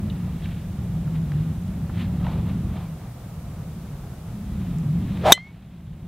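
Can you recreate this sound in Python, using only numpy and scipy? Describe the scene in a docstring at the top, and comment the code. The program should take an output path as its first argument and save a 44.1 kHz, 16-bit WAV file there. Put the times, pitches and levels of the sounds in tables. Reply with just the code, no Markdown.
"""A windy seaside golf course, where a golfer drives a ball off the tee close to a hand-held camera.
Wind rumbles on the microphone and hisses in the grass; a sleeve rustles and small things tick.
The club swishes down, cracks against the ball and rings on, rising in pitch as it stops moving away.
The crack overloads the camera, which turns its gain down and then slowly back up."""
import sys
import numpy as np
from scipy import signal
from scipy.fft import rfft, irfft, next_fast_len
from scipy.io import wavfile
from scipy.ndimage import map_coordinates

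SR = 44100
rng = np.random.default_rng(int(sys.argv[2]) if len(sys.argv) > 2 else 0)


def generate_wav(signal):
    """Clip the signal to [-1, 1] and save it as 16-bit WAV at the path in sys.argv[1]."""
    frames = np.transpose(np.atleast_2d(signal))
    scaled = np.clip(frames, -1, 1) * 32767
    pcm = np.round(scaled).astype(np.int16)
    wavfile.write(sys.argv[1], SR, pcm)


N = 268083


def amp(db):
    """Turn decibels into a gain to multiply by."""
    return 10 ** (np.asarray(db) / 20)


def unit(x):
    """Scale a sound to an average (rms) level of 1."""
    return x / np.sqrt(np.mean(x ** 2) + 1e-20)


def curves(rows):
    """Join timed points with straight lines: one curve for each column after the time."""
    times, *columns = np.transpose(rows)
    return [np.interp(np.arange(N) / SR, times, column) for column in columns]


def wobble(rate):
    """A smooth random curve that passes through `rate` random values a second."""
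    return map_coordinates(rng.standard_normal(N // 20), [np.arange(N) * rate / SR], mode="wrap")


def filtered(x, response):
    """Turn each frequency of x up or down by the gain response(hz)."""
    size = next_fast_len(N + SR // 2)
    return irfft(rfft(x, size) * response(np.fft.rfftfreq(size, 1 / SR)), size)[..., :N]


def noise(spectrum):
    """Noise of level 1, its tone colour set by (frequency [Hz], level [dB]) points."""
    points_hz, db = np.transpose(spectrum)
    white = rng.standard_normal(N)
    return unit(filtered(white, lambda hz: amp(np.interp(np.log(hz + 1), np.log(points_hz), db))))


def fade(t, t60):
    """Start at t = 0 and die away, losing 60 dB in t60 seconds."""
    return np.exp(-np.log(1000) * t / t60) * (t > 0)


def vortices(pitch_hz, width_hz, steadiness):
    """The fuzzy tone of eddies, small whirls of air; more steadiness evens out its loudness."""
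    phase = 2 * np.pi * np.cumsum(pitch_hz) / SR
    swirl = wobble(width_hz) + 1j * wobble(width_hz)
    tone = np.real(swirl * np.exp(1j * phase))
    return unit(tone / np.hypot(0.5, np.abs(swirl)) ** steadiness)


def grass_hiss(gust_db):
    """Dry grass hisses, louder in a gust."""
    # tone colour of the grass: (frequency [Hz], level [dB])
    colour = [(600, -14), (1800, 2.5), (3800, 1), (5000, -17.5), (12000, -29)]
    return amp(-62 + 0.52 * gust_db + 1.2 * wobble(6.97)) * noise(colour)


def rushing_air(gust_db, lumps):
    """Passing air makes a soft rush that grows a little with the wind."""
    # tone colour of the rush: (frequency [Hz], level [dB])
    colour = [(100, -29.5), (300, 0.5), (700, -1), (950, -6.5), (1250, -7.5), (1700, -14.5), (2400, -18),
              (3700, -28.5), (4500, -36.5), (7000, -55.5)]
    return amp(-49 + 0.18 * gust_db + 0.9 * lumps) * noise(colour)


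def buffeting(gust_db, lumps):
    """Wind beats on the microphone; faster air makes smaller whirls, so gusts sound brighter."""
    # tone colour of the rumble: (frequency [Hz], level [dB])
    colour = [(20, -30), (35, -8.5), (60, -2), (100, -0.5), (170, -2), (215, -7), (270, -17), (350, -22),
              (600, -53), (1200, -91)]
    bright_above_hz = 225
    rumble = noise(colour)
    highs = filtered(rumble, lambda hz: 1 - 1 / (1 + (hz / bright_above_hz) ** 10))
    lows = rumble - highs
    return (lows + amp(0.7 * gust_db) * highs) * amp(0.5 * lumps)


def camera_eddies(gust_db):
    """Eddies peel off the camera and hum, higher in a gust. Returns the hum and its gain."""
    # spells when the hum locks onto one pitch: (middle [s], half length [s], pitch [Hz], boost [dB])
    locks = [(1.225, .3, 158.1, 7), (3.081, .11, 120, 4), (4.476, 0.14, 210, 0), (4.871, .17, 160, 8.5)]
    hz = 171 + 3 * gust_db + 9 * wobble(5)
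    level_db = -4  # compared with the buffeting
    for middle_s, half_s, lock_hz, boost_db in locks:
        locked = np.exp(-((np.arange(N) / SR - middle_s) / half_s) ** 4)
        hz = hz + locked * (lock_hz - hz)
        level_db = level_db + locked * boost_db
    # the eddies can only grow so strong, so the hum is steadier than noise
    return vortices(hz, width_hz=32, steadiness=1.0), amp(level_db)


def wind():
    """One changing wind strength drives the buffeting, the hum, the rushing air and the grass."""
    # wind strength: (time [s], level [dB])
    strength = [(0.0, -26.0), (0.25, -26.0), (0.62, -30.5), (0.88, -26.5), (1.42, -23.5), (1.62, -28.0),
                (2.1, -25.5), (2.68, -24.0), (2.85, -31.0), (3.3, -37.0), (3.52, -32.0), (4.25, -34.0),
                (4.5, -28.5), (4.97, -22.0), (5.2, -26.0), (5.45, -29.0), (6.08, -25.5)]
    strength_db, = curves(strength)
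    gust_db = strength_db - strength_db.mean()
    lumps = wobble(rate=22)  # quick unevenness in the flow
    buffet = buffeting(gust_db, lumps)
    hum, hum_gain = camera_eddies(gust_db)
    rumble = (buffet + hum_gain * hum) / np.hypot(1, hum_gain)
    return amp(strength_db) * rumble + rushing_air(gust_db, lumps) + grass_hiss(gust_db)


def sleeve():
    """Cloth moves in swelling strokes: a grainy rustle, and a dull rub where it presses on the camera."""
    # strokes of the sleeve: (peak time [s], rise [s], fall [s], rustle level [dB], rub level [dB])
    strokes = [(.2, .15, 0.09, -56.5, -70), (.47, 0.1, 0.15, -50.5, -68), (1.16, 0.013, 0.017, -49, -59),
               (1.36, 0.039, 0.15, -58.5, -65), (2.02, 0.062, 0.03, -43, -48),
               (2.325, 0.12, 0.072, -48, -39.5), (2.5, 0.046, 0.037, -53, -46.5),
               (2.79, 0.12, 0.075, -53.5, -44), (4.66, .13, 0.13, -55.5, -58),
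               (5.22, 0.16, .8, -47.5, -47.5)]
    # tone colour of the rustle: (frequency [Hz], level [dB])
    rustle_colour = [(300, -15), (900, -7), (1700, 0.5), (2600, 0), (3800, -2.5), (4600, -12.5),
                     (6000, -23.5), (15000, -30)]
    # tone colour of the rub: (frequency [Hz], level [dB])
    rub_colour = [(100, -21.5), (300, -1), (700, 2.5), (1250, -3), (1800, -19.5), (3700, -23.5),
                  (7000, -55)]
    rustle_gain, rub_gain = np.zeros(N), np.zeros(N)
    for peak_s, rise_s, fall_s, rustle_db, rub_db in strokes:
        t = np.arange(N) / SR - peak_s
        swell = np.exp(-np.abs(t / np.where(t < 0, rise_s, fall_s)) ** 1.4)
        rustle_gain += amp(rustle_db) * swell
        rub_gain += amp(rub_db) * swell
    grain = amp(1.8 * wobble(160) + wobble(35))
    return rustle_gain * unit(noise(rustle_colour) * grain) + rub_gain * unit(noise(rub_colour) * grain)


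def ticks():
    """Small knocks near the camera and the tee: each is a short burst of noise around one pitch."""
    # knocks: (time [s], peak level [dB], pitch [Hz], band width [Hz], time to fade 60 dB [s])
    knocks = [(0.099, -34.5, 3740, 450, 0.035), (.1, -41, 2950, 200, 0.056), (.44, -38.5, 3530, 700, 0.034),
              (0.457, -34, 2420, 900, 0.013), (1.076, -39.5, 1290, 900, 0.018),
              (1.319, -31.5, 1800, 1300, 0.0092), (1.851, -45, 1600, 700, 0.013),
              (1.895, -34, 1070, 785, 0.046), (2.267, -24.5, 810, 790, 0.012),
              (4.785, -41, 7000, 4000, 0.011), (5.376, -17, 1120, 800, 0.019)]
    track = np.zeros(N + SR)
    t = np.arange(SR // 10) / SR
    for start_s, db, hz, width_hz, t60 in knocks:
        edges_hz = np.clip([hz - width_hz / 2, hz + width_hz / 2], 20, SR / 2 - 1)
        band = signal.butter(2, edges_hz, "band", fs=SR)
        burst = signal.lfilter(*band, rng.standard_normal(len(t)) * fade(t, t60))
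        track[round(start_s * SR):][:len(t)] += amp(db) * burst / np.abs(burst).max()
    return track[:N]


def swish():
    """Eddies off the club's shaft whistle, higher with speed; its head drags a rushing wake of air."""
    # the swing: (time [s], speed of the head [m/s], level [dB])
    swing = [(5.17, 9.7, -51), (5.225, 25, -39), (5.245, 32.2, -25), (5.265, 39.5, -14.5),
             (5.292, 41, -15.5), (5.316, 47, -18.5), (5.33, 46, -30), (5.35, 30, -32.5), (5.4, 20, -62.5)]
    # tone colour of the wake: (frequency [Hz], level [dB])
    wake_colour = [(100, -7), (380, -3), (560, 2.5), (1100, -1), (1500, -6.5), (2600, -12.5), (3650, -13),
                   (4400, -20.5), (8000, -34), (15000, -44.5)]
    # air tearing at the edge of the head: (frequency [Hz], level [dB])
    edge_colour = [(2000, -15), (5500, -3.5), (8000, 2), (15000, -11)]
    speed, level_db = curves(swing)
    whistle = vortices(pitch_hz=17.3 * speed, width_hz=280, steadiness=0.25)
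    pace = speed / speed.max()
    wake = amp(-3.5) * noise(wake_colour) * pace
    hiss = amp(-18.5) * noise(edge_colour) * pace ** 8  # grows steeply, peaking at the ball
    return amp(level_db) * (whistle + wake + hiss)


def club_ring(t):
    """The hollow metal head rings and echoes off the ground; t is seconds since the hit."""
    # the head's own tones: (pitch at the hit [Hz], level [dB], time to fade 60 dB [s])
    tones = [(1640, 11, .012), (1998, -19.5, 0.36), (2390, 9, .012), (3010, -14.5, 0.14),
             (3110, -20.5, .14), (3293, 13.5, 0.016), (3480, -25, .13), (3698, 21.5, .017),
             (4025, -16, 0.145), (4920, -2, 0.023), (5990, 15.5, 0.017), (6100, -2.5, 0.045),
             (6470, 2.5, 0.027), (7500, 5, 0.016), (7830, -8, 0.055)]
    # the head swings behind the golfer: (time [s], speed away from the microphone [m/s], loss [dB])
    follow_through = [(5.321, 40.5, -3), (5.37, 32.5, -6.5), (5.42, 16, -5.5), (5.47, 5.5, -11.5),
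                      (5.52, 0, -5), (5.62, -4, 19)]
    speed_away, loss_db = curves(follow_through)
    # Doppler effect: the pitch climbs as the head stops moving away (sound travels at 343 m/s)
    doppler = (343 + speed_away[0]) / (343 + speed_away)
    heard_time = np.cumsum(doppler * (t > 0)) / SR
    turned = np.minimum(t / 0.033, 1)
    ring = np.zeros(N)
    for hz, db, t60 in tones:
        flicker_db = 2.2 * wobble(45) * turned  # the turning head beams each tone unevenly
        ring += amp(db + flicker_db) * fade(t, t60) * np.sin(2 * np.pi * hz * heard_time)
    build_up = 1 - np.exp(-(t / 0.0015) ** 2)  # while the ball is still on the club face
    ring = ring * build_up * amp(-loss_db)
    # the echo comes ever later as the head rises, so the ring flutters
    delay_s = 0.0062 + 0.022 * t
    ground_echo = 0.17 * np.interp(np.arange(N) - delay_s * SR, np.arange(N), ring)
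    return ring + ground_echo


def strike():
    """The ball shoves the club face, which cracks and rings; turf and dunes throw the crack back."""
    # the crack scattered by the turf: (frequency [Hz], level [dB])
    turf_colour = [(100, -13.5), (600, 5.5), (900, -8), (2200, -10), (3400, 1.5), (4800, -7), (6200, 0),
                   (8000, -0.5), (11000, -7.5), (15000, -18.5)]
    # its faint echo from the dunes: (frequency [Hz], level [dB])
    dune_colour = [(200, -15.5), (600, 2), (1300, -1), (2500, -5.5), (6000, -9), (10000, -21.5),
                   (15000, -36)]
    hit_s, push_s = 5.3212, 0.00029
    t = np.maximum(np.arange(N) - round(hit_s * SR), 0) / SR
    ring = club_ring(t)
    push = amp(29.5) * (1 - t / push_s) * np.exp(-t / push_s) * (t > 0)
    crack = amp(12) * fade(t, t60=0.017) * rng.standard_normal(N)
    turf = amp(-10.5) * fade(t, t60=0.078) * noise(turf_colour)
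    dunes = amp(-41) * fade(t, t60=0.7) * noise(dune_colour)
    return ring + push + crack + turf + dunes


def scene():
    """One microphone hears everything and feeds both channels."""
    mono = wind() + sleeve() + ticks() + swish() + strike()
    return np.array([mono, mono])


def gain_control(x, limit_db, max_cut_db, attack_s, recovery_db_per_s):
    """A peak over the limit quickly turns the gain down; then it creeps back up."""
    peak_db = 20 * np.log10(np.abs(x).max(axis=0) + 1e-9)
    over_db = np.clip(peak_db - limit_db, 0, max_cut_db)
    creep_db = recovery_db_per_s * np.arange(N) / SR
    held_db = np.maximum.accumulate(over_db + creep_db) - creep_db
    keep = np.exp(-1 / (attack_s * SR))
    cut_db = signal.lfilter([(1 - keep) ** 2], [1, -2 * keep, keep ** 2], held_db)  # smoothed twice
    return x * amp(-cut_db)


def record(dry):
    """The camera adds hiss to each channel, controls the gain, clips peaks and cuts the top treble."""
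    # tone colour of the camera's own hiss: (frequency [Hz], level [dB])
    hiss_colour = [(50, -41.5), (100, -22), (170, -15), (260, 9), (650, 13.5), (1000, 8.5), (2000, 2),
                   (4000, 2.5), (15000, 0.5)]
    top_hz = 15750
    hiss = amp(-52.5) * np.array([noise(hiss_colour), noise(hiss_colour)])
    levelled = gain_control(dry + hiss, limit_db=-1.5, max_cut_db=14.5,
                            attack_s=0.0047, recovery_db_per_s=6.5)
    clipped = np.clip(levelled, -1, 1)
    return filtered(clipped, lambda hz: np.clip((top_hz - hz) / 400 + 0.5, 0, 1))


dry = scene()
out = record(dry)
generate_wav(out)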